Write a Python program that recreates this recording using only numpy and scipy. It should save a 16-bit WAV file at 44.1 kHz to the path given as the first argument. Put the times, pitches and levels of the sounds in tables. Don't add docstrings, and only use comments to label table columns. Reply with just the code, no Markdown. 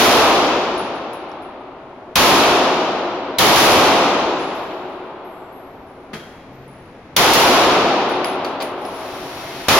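import sys
import numpy as np
from scipy import signal
from scipy.fft import rfft, irfft, next_fast_len
from scipy.io import wavfile

SR = 44100
rng = np.random.default_rng(int(sys.argv[2]) if len(sys.argv) > 2 else 0)


def unload_audio(sound):
    columns = np.transpose(np.atleast_2d(sound))
    steps = np.round(np.clip(columns, -1, 1) * 32767)
    wavfile.write(sys.argv[1], SR, steps.astype(np.int16))


N = 431738

# (time [s], muzzle blast [dB], crack off the booth [dB], hall roar [dB], lingering echo [dB])
SHOTS = [(-.06, 6, 18, 11.5, -7.5), (2.1569, 14, 18, 10.5, -4.5), (3.3852, -1, 23, 11.5, -10.5),
         (3.56, -6, 7, 10.5, -8.5), (7.1653, 6, 25.5, 9.5, -11), (7.335, 4, 22, 8, -1),
         (9.6844, 18, -2, 10, -12)]
# (frequency [Hz], relative level [dB per Hz])
CRACK_SPECTRUM = [(300, -20), (1200, -19), (2500, -5), (4000, 1), (7000, -2.5), (12000, -13), (16000, -9)]
# (frequency [Hz], relative level [dB per Hz])
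BOOTH_SPECTRUM = [(30, -13), (150, -0.5), (400, 0), (900, 4), (1700, -1), (3500, 0), (6500, -1),
                  (11000, -27), (16000, -15.5)]
# (frequency [Hz], relative level [dB per Hz])
HALL_SPECTRUM = [(25, -25), (100, -22.5), (200, -11), (330, -2.5), (500, -3.5), (750, -1.5), (1000, -4),
                 (1300, -5.5), (1680, -12), (2050, -12), (2500, -9), (4000, -10), (6000, -11), (10000, -24),
                 (16000, -28.5)]
# (frequency [Hz], t60 [s])
ROAR_T60 = [(60, 2.25), (300, 2.086), (800, 1.96), (2000, 1.756), (4000, 1.54), (6500, 1.37), (12000, 0.99)]
# (frequency [Hz], t60 [s])
LINGER_T60 = [(60, 5), (350, 4.8), (900, 4.67), (2000, 3.57), (4000, 2.72), (7000, 1.36), (12000, .8)]
# (frequency [Hz], width [Hz], level over the echo [dB])
STANDING_WAVES = [(274.6, 3.6, 7.5), (367.4, 6.7, 8.5), (643.5, 12, 0.5)]
# (frequency [Hz], coherence [-1 to 1])
COHERENCE = [(40, 0.96), (130, 1), (300, 0.99), (690, 0.95), (1030, 0.87), (1400, 0.6), (2000, 0.37),
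             (3400, 0.087), (6000, -0.1), (12000, -0.11)]
# (frequency [Hz], relative level [dB per Hz])
VENT_SPECTRUM = [(25, -7), (60, -13), (140, -10.5), (380, -11), (700, -14.5), (1000, -18.5), (1650, -23),
                 (2200, -23), (3100, -30.5), (5700, -35.5), (10000, -46.5), (16000, -60)]
# (time [s], tick level [dB], ring frequency [Hz], ring level [dB])
LANDINGS = [(.778, -40, 10500, -29.5), (1.132, -36, 10500, -41), (1.423, -51, 10500, -50),
            (4.36, -72, 7270, -42), (4.391, -64, 10900, -43), (4.548, -63, 11400, -48),
            (4.896, -62, 10050, -55), (5.248, -66, 11400, -53), (5.32, -72, 7620, -55),
            (5.525, -66, 11450, -51), (6.528, -72, 13260, -64), (6.679, -64, 9990, -57),
            (8.093, -32, 10500, -33), (8.246, -37, 10900, -23.5), (8.45, -35, 11000, -49),
            (8.623, -24, 10650, -27), (8.852, -46, 10900, -39), (8.94, -58, 10620, -41)]
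# (frequency [Hz], relative level [dB per Hz])
TICK_SPECTRUM = [(2000, -34), (7000, -6), (10000, -9), (13000, -4), (16000, -12)]
# (tick level [dB], ring t60 [s])
RING_T60 = [(-50, 0.28), (-64, 0.93), (-72, 1.6)]
# (time [s], level [dB], pitch of the first knock [Hz], rattle length [s])
KNOCKS = [(1.132, -40, 5400, .002), (1.316, -39, 5350, .002), (8.245, -12.5, 4830, .002),
          (8.447, -20.5, 4520, .007), (8.603, -24, 4430, .027), (8.852, -31, 5160, .002)]
# (frequency [Hz], relative level [dB per Hz])
KNOCK_SPECTRUM = [(400, -18), (2000, 7), (4500, 4.5), (7000, -2.5), (11000, -19), (16000, -13)]
ROLL_NOTES = [11080, 9950, 7600, 13350, 10020, 13300]
# (frequency [Hz], relative level [dB per Hz])
CLUNK_SPECTRUM = [(30, -22), (100, -13), (200, -13), (400, -8), (800, -21), (1400, -11.5), (3000, -19),
                  (6000, -21), (11000, -30.5), (16000, -40)]
# (frequency [Hz], level before a 3 dB cut [dB], t60 [s])
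FITTING_MODES = [(155, -38, 0.75), (220, -27.5, 0.35), (1040, -49, .3), (1270, -50, .25), (1820, -50, .35),
                 (3260, -41.5, 0.96)]
# (start time [s], hold [s], level [dB])
HUM_RUNS = [(6.49, 0.11, -44), (9.2, .35, -44.5)]
# (frequency [Hz], relative level [dB per Hz])
WHIR_SPECTRUM = [(100, -4.5), (400, -9), (1500, -5), (2500, -6), (4500, -6.5), (5700, -7), (7500, -14.5),
                 (12000, -16), (16000, -22)]
# (frequency [Hz], level against the whir [dB])
WHINE_TONES = [(366, -22), (678, -11.5), (2110, -19), (2557, -23), (5690, -19)]
# (frequency [Hz], gain [dB])
MICROPHONE_TONE = [(20, -10), (60, 1.0), (300, 0.5), (1000, 1.5), (1700, 0.5), (3500, -0.5),
                   (7000, -6.5), (11000, -0.5), (16000, -6)]

DIRECT_DB, DIRECT_T60 = 8.5, 0.005
BOOTH_DB = 2
HOP_S, HOP_RING_LOSS_DB, HOP_TICK_LOSS_DB = .18, 16.5, 20
RATTLE_GAP_S, RATTLE_SPREAD_OCT = .004, 0.17
ROLL_START_S, ROLL_END_S, ROLL_GAP_S = 3.9, 6.05, .2
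ROLL_TICK_DB, ROLL_RING_DB, ROLL_SCATTER_DB = -72, -67, 5
HUM_ATTACK_S, HUM_RELEASE_T60 = 0.043, 1.7
CARRIER_START_S, CARRIER_SPIN_UP_S, CARRIER_DB = 8.745, 0.2, -28.5
TOP_HZ = 16100


def amp(db):
    return 10 ** (np.asarray(db) / 20)


def unit(x):
    return x / np.sqrt(np.mean(x ** 2) + 1e-20)


def along(points, hz):
    f, v = np.transpose(points)
    return np.interp(np.log(hz + 1), np.log(f + 1), v)


def clock(count):
    return np.arange(count) / SR


def filtered(x, response):
    n = x.shape[-1]
    m = next_fast_len(n + 8192, True)
    return irfft(rfft(x, m) * response(np.fft.rfftfreq(m, 1 / SR)), m)[..., :n]


def add(track, s, sound):
    start = round(s * SR)
    part = sound[..., max(-start, 0):N - start]
    track[:, max(start, 0):][:, :part.shape[-1]] += part


def diffuse(spectrum, count):
    def mid_side_colour(hz):
        angle = np.arccos(np.clip(along(COHERENCE, hz), -1, .995)) / 2
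        return amp(along(spectrum, hz)) * np.array([np.cos(angle), np.sin(angle)])

    mid, side = filtered(rng.standard_normal((2, count)), mid_side_colour)
    return unit(np.array([mid + side, mid - side]))


def fade(t, t60):
    return np.exp(-np.log(1000) * t / t60)


def dying(x, t60s):
    hz, t, z = signal.stft(x.astype(np.float32), SR, nperseg=512)
    decayed = z * fade(t, along(t60s, hz)[:, None])
    return signal.istft(decayed, SR)[1][:, :x.shape[-1]]


def wavering(hz, width_hz, count):
    noise = rng.standard_normal((2, count))
    return unit(filtered(noise, lambda f: 1 / (1 + ((f - hz) / width_hz) ** 2)))


def standing_waves(hz):
    return 1 + sum(amp(db) * 1j * hz * width / (centre ** 2 - hz ** 2 + 1j * hz * width)
                   for centre, width, db in STANDING_WAVES)


def muzzle_blast(push_s):
    u = clock(SR // 20) / push_s
    return (1 - u) * np.exp(-u)


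def shots():
    out, t = np.zeros((2, N)), clock(4 * SR)
    near = t[:SR]
    crack_shape = (1 - np.exp(-near / 0.00092)) * (fade(near, t60=0.013) + amp(-7.5) * fade(near, t60=0.088))
    clatter_shape = (1 - np.exp(-near / 0.0054)) * fade(near, t60=0.53)
    swell = (1 - np.exp(-t / 0.089)) ** 0.96
    for s, blast_db, crack_db, roar_db, linger_db in SHOTS:
        crack = diffuse(CRACK_SPECTRUM, len(near))
        add(out, s - .002, amp(-18) * fade(near, t60=.03) * crack)
        add(out, s, -amp(blast_db) * muzzle_blast(push_s=0.00027))
        add(out, s, amp(crack_db + DIRECT_DB) * fade(near, DIRECT_T60) * crack[:1])
        add(out, s, amp(crack_db) * crack_shape * crack)
        clatter = clatter_shape * diffuse(BOOTH_SPECTRUM, len(near))
        add(out, s, amp(roar_db + BOOTH_DB) * clatter)
        roar = amp(roar_db) * dying(diffuse(HALL_SPECTRUM, len(t)), ROAR_T60)
        resonant = filtered(diffuse(HALL_SPECTRUM, len(t)), standing_waves)
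        linger = amp(linger_db) * dying(resonant, LINGER_T60)
        add(out, s, swell * (roar + linger))
    return out


def drone(hz):
    return np.sin(2 * np.pi * hz * clock(N)) + .5 * wavering(hz, width_hz=2, count=N)[0]


def ventilation():
    return amp(-41.5) * diffuse(VENT_SPECTRUM, N) + amp(-51.5) * drone(260)


def cases():
    out, t = np.zeros((2, N)), clock(SR)
    contact = fade(t, t60=0.074) + amp(-15) * fade(t, t60=.33)
    for s, tick_db, hz, ring_db in LANDINGS + rolling():
        tick = amp(tick_db) * contact * diffuse(TICK_SPECTRUM, SR)
        t60 = np.interp(tick_db, *np.transpose(sorted(RING_T60)))
        split_hz = rng.uniform(25, 80)
        phase = rng.uniform(0, 2 * np.pi, (2, 2, 1))
        lower = np.sin(2 * np.pi * hz * t + phase[0])
        upper = 1.6 * np.sin(2 * np.pi * (hz + split_hz) * t + phase[1])
        grazing = .65 * wavering(hz, width_hz=100, count=SR)
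        ring = amp(ring_db) * fade(t, t60) * (lower + upper + grazing) / np.sqrt(2)
        add(out, s, tick + ring)
        hop = amp(-HOP_TICK_LOSS_DB) * tick + amp(-HOP_RING_LOSS_DB) * ring
        add(out, s + HOP_S * rng.uniform(.85, 1.15), hop)
    return out


def knocks():
    out, t = np.zeros((2, N)), clock(SR // 2)
    click = amp(5.5) * fade(t, t60=0.0088) + amp(-8.5) * fade(t, t60=0.46)
    ping = amp(6.0) * fade(t, t60=.02)
    for s, db, first_hz, rattle_s in KNOCKS:
        for delay in np.arange(0, rattle_s, RATTLE_GAP_S):
            stray_oct = RATTLE_SPREAD_OCT * rng.standard_normal() * (delay > 0)
            hz = first_hz * 2 ** stray_oct
            note = np.sin(2 * np.pi * hz * t + rng.normal(0, 0.49, (2, 1)))
            add(out, s + delay, amp(db) * (click * diffuse(KNOCK_SPECTRUM, len(t)) + ping * note))
    return out


def rolling():
    times = np.arange(ROLL_START_S, ROLL_END_S, ROLL_GAP_S)
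    notes = np.resize(ROLL_NOTES, len(times))
    chance = rng.uniform(-1, 1, (len(times), 2))
    return [(s + ROLL_GAP_S * late / 2, ROLL_TICK_DB, hz, ROLL_RING_DB + ROLL_SCATTER_DB * louder)
            for s, hz, (late, louder) in zip(times, notes, chance)]


def clunk():
    out, t = np.zeros((2, N)), clock(SR)
    decay = fade(t, t60=0.13) + amp(-8) * fade(t, t60=1.0)
    rattle = amp(-26) * decay * diffuse(CLUNK_SPECTRUM, SR)
    ring = sum(amp(db - 3.0) * fade(t, t60) * wavering(hz, width_hz=hz / 45, count=SR)[0]
               for hz, db, t60 in FITTING_MODES)
    add(out, 6.131, (1 - np.exp(-t / 0.0042)) * (rattle + ring))
    return out


def motor_hum():
    t = clock(N)
    level = np.zeros(N)
    for start_s, hold_s, db in HUM_RUNS:
        attack = np.clip((t - start_s) / HUM_ATTACK_S, 0, 1)
        release = fade(np.maximum(t - start_s - hold_s, 0), HUM_RELEASE_T60)
        level += amp(db) * attack * release
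    return level * drone(135)


def carrier():
    speed = 1 - np.exp(-np.maximum(clock(N) - CARRIER_START_S, 0) / CARRIER_SPIN_UP_S)
    whine = sum(amp(db) * wavering(hz, width_hz=12 + hz / 130, count=N)[0] for hz, db in WHINE_TONES)
    return amp(CARRIER_DB) * speed * (diffuse(WHIR_SPECTRUM, N) + whine)


def scene():
    lean_db = 0.78
    mix = shots() + ventilation() + cases() + knocks() + clunk() + motor_hum() + carrier()
    return mix * amp([[lean_db], [-lean_db]])


def overload(x, top, hardness):
    return x / (1 + np.abs(x / top) ** hardness) ** (1 / hardness)


def gain_control(x, limit_db, attack_s, release_db):
    over = np.maximum(20 * np.log10(np.abs(x).max(0) + 1e-9) - limit_db, 0)
    creep = release_db * clock(N)
    cut = np.maximum.accumulate(over + creep) - creep
    pole = np.exp(-1 / (attack_s * SR))
    smooth_cut = cut[0] + signal.lfilter([1 - pole], [1, -pole], cut - cut[0])
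    return x * amp(-smooth_cut)


def record(dry):
    bent = overload(dry, top=0.96, hardness=5.2)
    ducked = gain_control(bent, limit_db=-9, attack_s=0.0034, release_db=3.5)
    coloured = filtered(ducked, lambda hz: amp(along(MICROPHONE_TONE, hz)))
    notch = signal.tf2sos(*signal.iirnotch(8230, 9, SR))
    notched = signal.sosfilt(np.vstack([notch, notch]), coloured)
    clipped = np.clip(notched, -1, 1)
    return filtered(clipped, lambda hz: np.clip((TOP_HZ - hz) / 300, 0, 1))


dry = scene()
out = record(dry)
unload_audio(out)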